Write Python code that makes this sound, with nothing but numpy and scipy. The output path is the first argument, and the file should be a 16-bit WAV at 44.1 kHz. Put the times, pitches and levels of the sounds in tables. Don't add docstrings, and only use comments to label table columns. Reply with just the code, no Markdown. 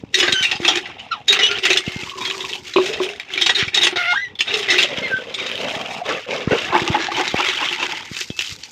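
import sys
import numpy as np
from scipy import signal
from scipy.fft import rfft, irfft, next_fast_len
from scipy.io import wavfile
from scipy.ndimage import uniform_filter1d, minimum_filter1d

SR = 44100
rng = np.random.default_rng(int(sys.argv[2]) if len(sys.argv) > 2 else 0)


def transcribe(u):
    v = np.clip(np.atleast_2d(u).T, -1, 1)
    q = np.round(v * 32767).astype(np.int16)
    wavfile.write(sys.argv[1], SR, q)


N = 384155

# (time [s], level [dB], loudest ring [Hz], time to fade by 60 dB [s])
IRON_CLANKS = [(.1427, 2.5, 4000, 0.06), (.198, -4.5, 2725, 0.12), (.2266, -5, 1680, 0.15),
               (.2781, -4.5, 1710, 0.1), (.3232, 1, 3820, 0.047), (.425, -8.5, 4085, 0.17),
               (.446, -6, 2460, 0.086), (.5129, -5, 2700, 0.096), (.522, -20, 850, 0.17),
               (.553, -19.5, 4930, .08), (.648, -3.5, 2390, 0.09), (.6794, 1.5, 3210, 0.11),
               (.682, -10.5, 792, 0.17), (.7554, -2, 3220, 0.027), (.7722, 1.5, 2350, 0.017),
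               (.8553, -19.5, 2010, 0.089), (.9938, -20.5, 2930, 0.059), (1.1172, -23, 2980, 0.18),
               (1.281, -3, 3770, 0.13), (1.3256, -0.5, 3800, 0.073), (1.363, -10, 3650, 0.039),
               (1.3898, -5, 1830, 0.11), (1.432, -4.5, 3240, 0.13), (1.462, -3.5, 3460, 0.041),
               (1.512, -4.5, 2650, 0.037), (1.585, -7, 2520, 0.03), (1.634, -8.5, 2860, 0.12),
               (1.653, 2.5, 2550, 0.037), (1.7022, -2, 2540, 0.089), (1.73, -1.5, 4050, 0.042),
               (1.7713, 0, 3420, 0.062), (2.2079, -19.5, 2500, 0.15), (2.2503, -11.5, 3560, 0.1),
               (2.2982, -8.5, 2470, 0.043), (2.404, -17, 3600, 0.14), (2.492, -21, 2640, 0.13),
               (2.7367, -10.5, 3940, 0.034), (2.7632, -12.5, 2520, 0.21), (2.8604, -9, 2490, 0.041),
               (2.9343, -13, 2700, 0.072), (3.1984, 0.5, 2280, 0.01), (3.3366, -2, 3030, 0.018),
               (3.3753, -8.5, 2360, 0.13), (3.399, -17, 3500, .05), (3.4132, -3, 3220, 0.12),
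               (3.4607, -2, 2800, 0.093), (3.4937, 1, 1870, 0.069), (3.5483, -8.5, 4050, 0.17),
               (3.5835, -11.5, 3230, 0.23), (3.68, -7.5, 2330, 0.044), (3.7445, -2, 3920, 0.07),
               (3.772, -4.5, 3720, 0.094), (3.8141, -6.5, 3760, 0.15), (3.8334, 4.5, 3180, 0.07),
               (3.8682, 0.5, 2590, 0.047), (3.925, -14, 1000, 0.067), (3.9582, -10.5, 1910, 0.16),
               (4.1031, -18.5, 3600, 0.34), (4.3535, -19, 3550, 0.032), (4.389, -14.5, 3480, 0.19),
               (4.4061, 0.5, 2870, 0.05), (4.4721, -19.5, 3800, 0.54), (4.5393, -4, 2740, 0.055),
               (4.6267, -12, 3140, .064), (4.6826, -10.5, 1980, 0.64), (4.7011, -5.5, 3890, 0.16),
               (4.7823, -2, 2600, 0.18), (4.8278, 1.5, 3340, 0.045), (5.341, -10, 3480, 0.061),
               (5.376, -24, 3650, 0.61), (5.465, -13, 3570, 0.055)]
# (pitch [Hz], 1.5 times the bandwidth [Hz], level [dB])
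IRON_MODES = [(783, 69, -4), (1928, 64, 3.5), (2107, 18, 1), (2314, 47, 5.5), (2502, 20, 5.5),
              (2722, 33, 7.5), (2810, 19, -24), (3290, 23, -14.5), (3430, 125, 7), (3735, 64, 9.5),
              (4110, 46, 1), (4400, 13, -4), (5090, 45, 5.5), (5275, 62, 2.5), (5950, 60, -4),
              (6260, 23, -7), (6680, 15, -8), (7890, 39, -14.5), (8210, 35, -4.5), (8880, 20, -4.5)]
# (frequency [Hz], level [dB])
CRASH_COLOUR = [(180, -78), (300, -2.5), (360, 9), (528, -6), (774, -3), (1080, -0.5), (1450, 2),
                (1900, 8.5), (3760, 9.5), (4750, 3.5), (6960, 6.5), (9500, -24.5), (13100, -61),
                (16000, -44)]
# (frequency [Hz], level [dB])
SPLASH_COLOUR = [(800, -22), (1150, 1), (1480, 4.5), (1800, 1), (2150, 4), (2700, 5), (3200, 3),
                 (3750, 0.5), (4300, -12.5), (5100, -13.5), (6600, -20), (9000, -85)]
# (frequency [Hz], level [dB])
SPRAY_COLOUR = [(3300, -12), (4800, -3.5), (7000, -9), (9000, -21.5), (10000, -30.5), (13000, -25),
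                (15500, -41)]
# (time [s], level [dB], starting pitch [Hz])
MIC_BUMPS = [(0.03, -18, 238), (0.285, -18, 275), (0.324, -19.5, 200), (0.402, -24, 192), (0.546, -24, 202),
             (0.595, -15, 297), (1.871, -11.5, 182), (1.955, -16, 165), (2.026, -24, 219),
             (3.619, -16, 128), (3.667, -23, 94), (4.976, -17.5, 226), (5.133, -21, 195), (5.758, -20, 267),
             (6.468, -5.5, 188), (6.513, -8, 227), (6.695, -23, 151), (6.812, -15, 172), (6.894, -7.5, 129),
             (7.337, -6, 335), (8.108, -20, 170), (8.296, -14.5, 221), (8.514, -26.5, 92)]
# (frequency [Hz], level [dB])
RUMBLE_COLOUR = [(15, -66), (25, 9.5), (103, 6.5), (193, -1), (314, 1), (373, -24), (400, -0.5), (520, -4),
                 (880, -120)]
# (time [s], pitch [Hz], level [dB], roughness [0-1])
PIVOT_SQUEAKS = [ ((-1.5, 1.5, -20, -11), [(0.335, 1560, -27, .05), (0.36, 1522, -22.5, .09),
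                 (0.4, 1520, -25, .12), (0.435, 1490, -28, .22)]), ((0,), [(0.43, 2910, -19.5, 0.04),
                 (0.458, 2740, -17.5, 0.06), (0.5, 2740, -31, 0)]), ((4.5, -7, -5.5, -17, -32),
                 [(1.108, 1378, -45, 0.1), (1.118, 1386, -23, 0), (1.132, 1272, -25.5, 0.1),
                 (1.145, 1157, -39, 0), (1.165, 902, -44, 0), (1.195, 720, -46, 0.3)]), ((0, -13),
                 [(1.41, 2950, -22, 0.08), (1.445, 2920, -19, 0.06), (1.5, 3050, -27, 0.14)]), ((0, -15),
                 [(1.49, 1380, -32, 0.1), (1.514, 1400, -29, 0.1), (1.55, 1410, -35, 0)]),
                 ((-7.5, -1, 3, -6, -9.5, -15.5, -19, -21, -32), [(3.96, 712, -26, 0.2),
                 (4.05, 686, -29.5, 0.27), (4.085, 712, -24.5, 0.06), (4.12, 715, -24, 0),
                 (4.135, 690, -8.5, 0.08)]), ((0,), [(1.28, 3730, -22, 0), (1.3, 3760, -10.5, 0.05),
                 (1.35, 3960, -40, 0.07)]), ((0,), [(2.25, 3264, -27, 0), (2.295, 3275, -30, 0.07)]),
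                 ((0, -13), [(4.12, 710, -30, 0), (4.138, 940, -22.5, 0), (4.15, 1480, -25, 0.15),
                 (4.165, 1630, -17, 0), (4.185, 1598, -26.5, 0), (4.21, 1638, -29, 0.2)]),
                 ((0, -16.5, -24.5), [(4.17, 1820, -7.5, 0), (4.2, 1970, -33, 0.1),
                 (4.232, 2027, -24, 0.02), (4.255, 1940, -29, 0), (4.29, 1870, -44, 0.2),
                 (4.33, 1990, -62, 0)]), ((0, -17), [(1.8, 2106, -39, 0.04), (1.9, 2120, -42.5, 0),
                 (2.02, 2115, -35, 0)]), ((0, -17), [(5.02, 2160, -33, 0), (5.056, 2092, -19.5, 0.03),
                 (5.085, 2085, -29, 0.34)]), ((0, -42), [(5.095, 1618, -33, 0.47), (5.137, 1540, -18.5, 0),
                 (5.205, 1530, -34, 0.26)]), ((0,), [(8.296, 2610, -47, 0.08), (8.395, 2640, -43, 0.03)]), ]
# (time [s], level [dB], loudest pitch [Hz], time to fade by 60 dB [s])
WATER_SLAPS = [(6.089, -14, 2070, 0.11), (6.2987, -21, 2270, 0.68), (6.508, -17, 1940, 0.12),
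               (6.6077, -27, 2140, 0.037), (6.6398, -29, 2590, 0.049), (6.727, -12.5, 1080, 0.2),
               (6.8763, 4, 2620, 0.0078), (6.9441, -10, 900, 0.075), (6.9907, -15, 1760, 0.39),
               (7.0229, -15, 2240, 0.068), (7.1169, -4, 1130, 0.018), (7.1675, -13, 2250, 0.12),
               (7.1995, -6.5, 790, 0.061), (7.2774, -5, 3900, 0.029), (7.3425, -2.5, 816, 0.016),
               (7.3881, -18, 840, 0.13), (7.4834, -9, 2100, 0.11), (7.642, -11.5, 3100, 0.13),
               (7.7276, -14, 2400, 0.057), (7.798, -14, 2770, 0.079), (7.8261, -9.5, 2700, 0.069),
               (8.1427, -25, 2350, 0.034), (8.1666, -8, 2730, 0.021), (8.2092, -12, 2800, 0.059),
               (8.302, -17, 3370, 0.037), (8.3905, -2, 2900, 0.02), (8.402, -26, 2760, 0.078),
               (8.4466, -23, 3150, 0.11), (8.4937, -12, 3620, 0.015), (8.5111, -14, 3080, 0.017),
               (8.635, -10, 4500, 0.015), (8.6671, -32, 3300, 0.029)]
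# (time [s], pitch [Hz])
JUG_PITCH = [(0, 827), (1.9, 700), (2.1, 1020), (2.65, 900), (2.75, 530), (3.3, 760), (4.4, 865),
             (5.0, 500), (5.45, 470), (5.75, 628), (6.0, 760), (6.08, 555), (6.6, 442), (6.7, 863),
             (8.71, 875)]
# (time [s], level [dB])
SPRAY_LEVEL = [(0.0, -12), (.8, -19.5), (1.2, -30), (2.04, -7), (2.5, -0.5), (3.05, -16), (4.0, -33),
               (4.6, -17.5), (5.3, -17), (6.41, -16), (7.99, -13.5), (8.24, 3.5), (8.71, 0.5)]
# (time [s], level [dB])
JUG_KNOCKS = [(2.76, -8.5), (2.783, -6.5), (3.001, -15.5)]
# (pitch [Hz], level [dB], time to fade by 60 dB [s])
PLASTIC_MODES = [(371.4, 3, 0.17), (605, -7.5, 0.089), (1067, 9, 0.015)]
# (start [s], time until it dies fast [s],
# rush level [dB], jug level [dB], barrel hum level [dB], hum pitch [Hz])
WATER_SURGES = [(0.125, 0.2, -23, -53, -24.5, 374), (.33, 0.23, -28.5, -42.5, -47, 363),
                (0.587, .2, -23, -36, -26, 344), (0.793, 0.16, -37, -40, -48, 360),
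                (0.93, 0.29, -43.5, -43.5, -69, 365), (1.269, 0.31, -21.5, -36, -29.5, 420),
                (1.612, 0.16, -18.5, -33.5, -25, 379), (1.808, 0.296, -30, -41.5, -41.5, 365),
                (2.143, 0.44, -32, -36, -34, 382), (2.61, 0.4, -35.5, -71, -50, 350),
                (2.774, 0.34, -26.5, -33.5, -27.5, 444), (3.104, 0.75, -40, -49, -59, 344),
                (3.283, 0.34, -28, -49, -33.5, 387), (3.554, 0.06, -14, -39, -29.5, 393),
                (3.723, 0.17, -19.5, -31.5, -27, 366), (3.965, 0.16, -28.5, -54, -49, 392),
                (4.217, 0.097, -49, -57, -47.5, 412), (4.442, 0.29, -23.5, -35, -29.5, 414),
                (4.66, 0.19, -19, -31, -26, 360), (4.864, 0.258, -27, -30, -39.5, 415),
                (5.113, 0.23, -34, -35.5, -60, 384), (5.34, 0.265, -27.5, -31.5, -38, 387),
                (5.566, 0.434, -26.5, -26, -41.5, 397), (6.029, 0.12, -25.5, -26, -30, 433),
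                (6.133, 0.11, -34.5, -62, -58, 450), (6.26, .16, -28, -25, -37, 410),
                (6.478, 0.228, -24, -32, -33, 355), (6.707, 0.34, -24, -27, -27, 342),
                (7.101, 0.22, -22, -36, -31, 357), (7.333, 0.423, -19.5, -36, -35.5, 372),
                (7.761, 0.22, -25, -36, -42.5, 348), (7.951, 0.1, -34, -45, -51.5, 350),
                (8.065, 0.16, -32, -65, -53, 338), (8.226, 0.23, -46.5, -69, -59, 344),
                (8.36, 0.17, -35.5, -75, -54, 363), (8.562, 0.34, -46.5, -75, -65, 338)]
# (time [s], level [dB])
JUG_GULPS = [(6.109, -21), (6.532, -17), (6.742, -18.5), (6.962, -24.5), (7.188, -22), (7.4, -21),
             (7.626, -25), (7.829, -27)]
# (time [s], level [dB], starting pitch [Hz])
JUG_PLINKS = [(2.071, -25, 1066), (2.115, -22.5, 1090), (2.135, -21, 1060), (2.155, -26, 1110),
              (2.182, -17.5, 1010), (2.205, -24, 990), (2.226, -18, 1020), (2.311, -23, 1110),
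              (2.344, -22, 1125), (2.441, -19, 1045), (2.553, -29, 770), (5.487, -34, 1320),
              (6.015, -11.5, 678), (6.723, -9, 1030), (6.744, -25, 840), (6.873, -14, 1150),
              (6.944, -5, 824), (7.084, -9, 770), (7.194, -19, 775), (7.38, -16, 770), (7.627, -13, 1020),
              (7.827, -14, 980)]
# (time [s], level [dB])
SLAB_TICKS = [(1.883, -8.5), (1.92, -11), (1.9894, -24), (2.096, -5), (2.311, -2), (2.4494, -4),
              (2.5293, -4), (2.5342, -2), (2.554, -5), (2.667, -18), (2.763, 1), (3.034, -6), (3.09, -6),
              (4.25, -16), (5.491, -8), (5.515, -1.5), (5.5553, -5), (5.5775, -4.5), (5.613, -7),
              (5.654, -19), (5.701, -4.5), (5.712, -8), (5.752, -5), (5.77, -17), (7.551, -8), (7.728, 0),
              (7.914, -13), (8.392, 6.5), (8.409, -2), (8.422, -4.5), (8.474, -9), (8.633, -16)]
# (time [s], share [0-1])
RUB_SHARE = [(0, 0.22), (1.75, 0), (2.0, 0.04), (3.2, 0.16), (3.4, 0.13), (4.15, 0.08), (4.9, 0),
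             (5.35, 0.04), (5.5, 0), (5.9, 0.5), (6.1, 0.01), (8.71, 0.02)]

PIVOT_HZ = 2500
TREBLE_DB_PER_OCT, TREBLE_PER_DB, LOW_DB_PER_OCT = 11, 0.45, -12.5
SURGE_RISE_S, SAG_DB_PER_S, RELEASE_DB_PER_S, TRICKLE_DB = 0.059, 16, 295, -56.5
GULP_RISE_DB_PER_S, GULP_FALL_DB_PER_S = 322, 221
GULP_HZ, GULP_GLIDE_HZ_PER_S, GULP_TONE_DB, GULP_T60_S = 309.5, 1240, 5.5, 0.094
PLINK_T60_S, PLINK_RISE_S, PLINK_GAIN_DB = 0.037, 0.0046, 2
SLOSH_DB = -10.5
RUMBLE_DB = -48
CEILING, EDGE_HZ = .88, 15700


def clanks():
    return blows(IRON_CLANKS, iron_db=8.5, grit_db=3.0, blotch_db=4.0, rise_s=0.0025, tick=0.33,
                 bright_db=-10.0, knock_db=1.0)


def blows(table, iron_db, grit_db, blotch_db, rise_s, tick, bright_db, knock_db):
    out, size = np.zeros(N), 16384
    t, hz = np.arange(size) / SR, np.fft.rfftfreq(size, 1 / SR)
    modes, mode_hz = iron_modes(hz), np.transpose(IRON_MODES)[0]
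    noise = rng.standard_normal((len(table), 3, size))
    chance = rng.standard_normal((len(table), len(IRON_MODES)))
    for (s, db, ring_hz, t60), (hiss, grit, blotch), luck in zip(table, noise, chance):
        swing = amp(-60 * t / max(t60, .01)) * np.minimum(t / (rise_s + 0.015 * t60), 1)
        gritty = evened(amp(grit_db * evened(uniform_filter1d(grit, 45))))
        rattle = hiss * (swing * gritty + tick * np.exp(-t / 0.0035))

        favoured_db = 12.4 * np.exp(-(np.log(mode_hz / ring_hz) / 0.025) ** 2)
        ring = amp(favoured_db + 3.3 * luck + iron_db) @ modes
        blotches_db = blotch_db * evened(smooth_twice(blotch[:len(hz)], 60))
        hump_db = 10.8 * np.exp(-(np.log((hz + 1) / ring_hz) / 0.12) ** 2)
        crash = amp(read(CRASH_COLOUR, hz) + blotches_db + hump_db)

        octaves = np.log2(ring_hz / PIVOT_HZ)
        treble_db = bright_db + TREBLE_DB_PER_OCT * octaves + TREBLE_PER_DB * db
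        low_db = knock_db + LOW_DB_PER_OCT * octaves
        treble_shelf_db = np.minimum(treble_db, 0) / (1 + (6000 / (hz + 1)) ** 8)
        low_shelf_db = low_db / (1 + (hz / 1450) ** 8)

        strike = rattle * (np.exp(-t / 0.0031) + 0.3)
        strike *= np.linalg.norm(rattle) / np.linalg.norm(strike)
        spectrum = (rfft(strike) * ring + rfft(rattle) * crash) * amp(treble_shelf_db + low_shelf_db)
        blow = irfft(spectrum, size)[:size * 3 // 4]
        add(out, s, amp(db - 5.0) * blow * np.linalg.norm(swing) / np.linalg.norm(blow))
    return out


def iron_modes(hz):
    mode_hz, width, mode_db = np.transpose(IRON_MODES)[:, :, None]
    half = width / 3
    return amp(mode_db) * half / (half + 1j * (hz - mode_hz))


def squeak(overtones_db, rows):
    s, *columns = np.transpose(rows)
    t = np.arange(s[0], s[-1], 1 / SR)
    hz, db, rough = (np.interp(t, s, c) for c in columns)
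    slip, stumble = evened(uniform_filter1d(rng.standard_normal((2, len(t))), 90))
    turns = np.cumsum(hz * (1 + 0.17 * rough * slip)) / SR
    stack = sum(amp(o) * np.cos(2 * np.pi * (k + 1) * turns + k * k) for k, o in enumerate(overtones_db))
    soft_ends = signal.windows.tukey(len(t), .15)
    return s[0], np.sqrt(2) * amp(db) * stack * (1 + rough * stumble) * soft_ends


def water():
    rush_gain, jug_gain, gulp_gain, hum_gain, hum_hz = surges()
    surge = lumps(0.0064, 2.0)
    gurgle = drops(700, 3.3) * lumps(0.012, 2.2)
    slosh = coloured(gurgle, [(50, -39), (110, 1.5), (260, 8.0), (400, -10)])
    spill = 0.71 * bubbles(np.geomspace(1000, 2100, 10), 300, cycles=12.0, spread_db=3.0) * surge
    out = rush_gain * rush(surge) + hum_gain * barrel_hum(hum_hz)
    out += jug_gain * amp(SLOSH_DB) * slosh
    out += np.hypot(jug_gain, gulp_gain) * jug_air(gurgle, surge)
    return out + gulp_gain * spill


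def surges():
    t = np.arange(0, N + 64, 64) / SR
    start, length, *levels_db, hz = np.transpose(WATER_SURGES)[:, :, None]
    age = t - start
    fall_db = SAG_DB_PER_S * np.maximum(age, 0) + RELEASE_DB_PER_S * np.maximum(age - length, 0)
    shape = np.clip(age / SURGE_RISE_S, 0, 1) * amp(-fall_db)
    rush_power, jug_power, hum_power = (((shape * amp(db)) ** 2).sum(0) for db in levels_db)

    s, db = np.transpose(JUG_GULPS)[:, :, None]
    before_db = GULP_RISE_DB_PER_S * np.maximum(s - t, 0)
    after_db = GULP_FALL_DB_PER_S * np.maximum(t - s, 0)
    gulp_power = amp(2 * (db - before_db - after_db)).sum(0)

    hum_hz = np.interp(t, (start + length / 2)[:, 0], hz[:, 0])
    trickle = amp(2 * TRICKLE_DB)
    powers = rush_power + trickle, jug_power + trickle, gulp_power, hum_power
    slow = [*map(np.sqrt, powers), hum_hz]
    return (np.interp(np.arange(N) / SR, t, c) for c in slow)


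def rush(surge):
    (spray_db,), (share,) = curves(SPRAY_LEVEL), curves(RUB_SHARE)
    share = np.clip(share, 0, 1)
    patter = (drops(700, 2.9) + .5 * rng.standard_normal(N)) * surge
    fizz = bubbles(np.geomspace(1700, 5000, 16), 1600, cycles=15.0, spread_db=3.6) * surge
    both = coloured(patter, [(700, 0.017), (9000, 0)]) + 0.87 * fizz
    splash = coloured(patchy(both, 2.54, span_bins=3, span_frames=12), SPLASH_COLOUR)
    spray = amp(spray_db) * coloured(patter, SPRAY_COLOUR)
    return np.sqrt(1 - share) * splash + np.sqrt(share) * rubbing() + spray


def rubbing():
    size = next_fast_len(N)
    slips = drops(900, 2.65) * lumps(0.03, 6.1)
    hz = np.fft.rfftfreq(size, 1 / SR)
    response = iron_modes(hz).sum(0) + amp(read(CRASH_COLOUR, hz) - 11.5)
    return evened(irfft(rfft(slips, size) * response, size)[:N])


def jug_air(gurgle, surge):
    (jug_hz,) = curves(JUG_PITCH)
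    jug = evened(resonate(resonate(gurgle, jug_hz, 127), jug_hz, 450))
    jug += 0.33 * evened(resonate(resonate(gurgle, 2650, 350), 2700, 500))
    jug += 0.5 * bubbles(np.geomspace(450, 1200, 12), 500, cycles=5.7, spread_db=2.5) * surge
    return evened(jug)


def barrel_hum(hum_hz):
    return evened(resonate(resonate(drops(600, 4.2), hum_hz, 27.7), hum_hz, 210))


def slaps():
    return blows(WATER_SLAPS, iron_db=-9.0, grit_db=8.0, blotch_db=2.5, rise_s=0.002, tick=0.27,
                 bright_db=-4, knock_db=1.0)


def gulps():
    out, t = np.zeros(N), np.arange(9000) / SR
    for (s, db), (size, wobble) in zip(JUG_GULPS, rng.standard_normal((len(JUG_GULPS), 2))):
        hz = GULP_HZ * (1 + 0.0805 * size) + GULP_GLIDE_HZ_PER_S * t
        hz += 25 * np.sin(2 * np.pi * 30 * t + 3 * wobble)
        level = amp(db + GULP_TONE_DB - 60 * t / GULP_T60_S) * np.minimum(t / 0.015, 1)
        add(out, s - .012, level * np.sin(2 * np.pi * np.cumsum(hz) / SR))
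    return out


def plinks():
    out, t = np.zeros(N), np.arange(5000) / SR
    for s, db, hz in JUG_PLINKS:
        level = amp(db + PLINK_GAIN_DB - 60 * t / PLINK_T60_S) * np.minimum(t / PLINK_RISE_S, 1)
        add(out, s, level * np.sin(2 * np.pi * hz * t * (1 + 2.3 * t)))
    return out


def ticks():
    out, t = np.zeros(N), np.arange(5000) / SR
    for s, db in SLAB_TICKS:
        snap = rng.standard_normal(len(t)) * amp(-60 * t / 0.009)
        click = resonate(resonate(snap, 2880, 1000), 2770, 1200)
        add(out, s, amp(db - 9.0) * click / abs(click).max())
    return out


def knocks():
    out, t = np.zeros(N), np.arange(9000) / SR
    ring = sum(amp(db - 60 * t / t60) * np.sin(2 * np.pi * hz * t) for hz, db, t60 in PLASTIC_MODES)
    for s, db in JUG_KNOCKS:
        add(out, s, amp(db) * ring * np.minimum(t / 0.0024, 1))
    return out


def handling():
    rumble = coloured(rng.standard_normal(N), RUMBLE_COLOUR) * lumps(.025, 4.5)
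    out = amp(RUMBLE_DB) * evened(rumble)
    t = np.arange(4000) / SR
    for s, db, hz in MIC_BUMPS:
        turns = hz * t
        push = np.sin(2 * np.pi * turns / (1 + 0.071 * turns))
        swell = np.exp(-turns / 0.28) * np.minimum(turns / 0.26, 1)
        add(out, s + 0.00646, amp(db + 10.5) * push * swell)
    return out


def yard(x):
    taps, t = np.zeros(8000), np.arange(8000) / SR
    at = np.arange(200, 7980, 20) + rng.integers(0, 20, 389)
    taps[at] = rng.choice([-1., 1.], len(at))
    tail = taps * amp(-60 * t / 0.087)
    return signal.oaconvolve(x, tail / np.linalg.norm(tail))[:N]


def drops(per_s, spread_db):
    hits = amp(spread_db * np.minimum(rng.exponential(1, N), 5)) * (rng.random(N) < per_s / SR)
    level = np.sqrt(signal.lfilter([1], [1, -.965], hits ** 2))
    return evened(level * rng.standard_normal(N))


def bubbles(hz, per_s, cycles, spread_db):
    out = np.zeros(N)
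    for f in hz * rng.uniform(1.0, 1.05, len(hz)):
        turns = f * np.arange(round(5 * cycles * SR / f)) / SR
        swell = np.exp(-turns / cycles) * np.minimum(turns, 1)
        grain = np.sin(2 * np.pi * turns * (1 + 0.00148 * turns)) * swell
        sizes = amp(spread_db * np.minimum(rng.exponential(1, N), 4))
        train = sizes * (rng.random(N) < per_s / len(hz) / SR)
        out += signal.oaconvolve(train, grain / np.linalg.norm(grain))[:N]
    return evened(out)


def patchy(x, depth_db, span_bins, span_frames):
    z = signal.stft(x, nperseg=256, noverlap=192)[2]
    patches = uniform_filter1d(rng.standard_normal(z.shape[::-1]).T, span_bins, axis=0)
    patches = evened(smooth_twice(patches, span_frames))
    return evened(signal.istft(z * amp(depth_db * patches), nperseg=256, noverlap=192)[1][:N])


def lumps(span_s, depth_db):
    return amp(depth_db * evened(smooth_twice(rng.standard_normal(N), round(span_s * SR))))


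def resonate(x, hz, width):
    turn = np.exp(2j * np.pi * np.cumsum(hz * np.ones(len(x))) / SR)
    r = np.exp(-np.pi * abs(width) / SR)
    return 2 * (turn * signal.lfilter([1 - r], [1, -r], x / turn)).real


def coloured(x, points):
    size = next_fast_len(len(x))
    gain = amp(read(points, np.fft.rfftfreq(size, 1 / SR)))
    return evened(irfft(rfft(x, size) * gain, size)[:len(x)])


def read(points, hz):
    f, db = np.transpose(points)
    return np.interp(np.log(hz + 1), np.log(f + 1), db, -90, -90)


def curves(rows):
    s, *columns = np.transpose(rows)
    return (np.interp(np.arange(N) / SR, s, c) for c in columns)


def smooth_twice(x, size):
    return uniform_filter1d(uniform_filter1d(x, size), size)


def evened(x):
    return x / np.sqrt(np.mean(x ** 2) + 1e-20)


def amp(db):
    return 10 ** (np.asarray(db) / 20)


def add(mix, s, sound):
    part = mix[max(round(s * SR), 0):][:len(sound)]
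    part += sound[:len(part)]


def scene():
    near = clanks() + slaps() + gulps() + plinks() + ticks() + knocks()
    for overtones_db, rows in PIVOT_SQUEAKS:
        add(near, *squeak(overtones_db, rows))
    mono = near + amp(-6.5) * yard(near) + water() + handling()
    return np.array([mono, mono])


def record(dry):
    thin = signal.sosfilt(signal.butter(3, 85, "high", fs=SR, output="sos"), dry)
    safe_gain = np.minimum(CEILING / (abs(thin) + 1e-9), 1)
    held = thin * uniform_filter1d(minimum_filter1d(safe_gain, size=200), size=200)
    return signal.oaconvolve(held, signal.firwin(511, EDGE_HZ, window=("kaiser", 9), fs=SR)[None], "same")


dry = scene()
out = record(dry)
transcribe(out)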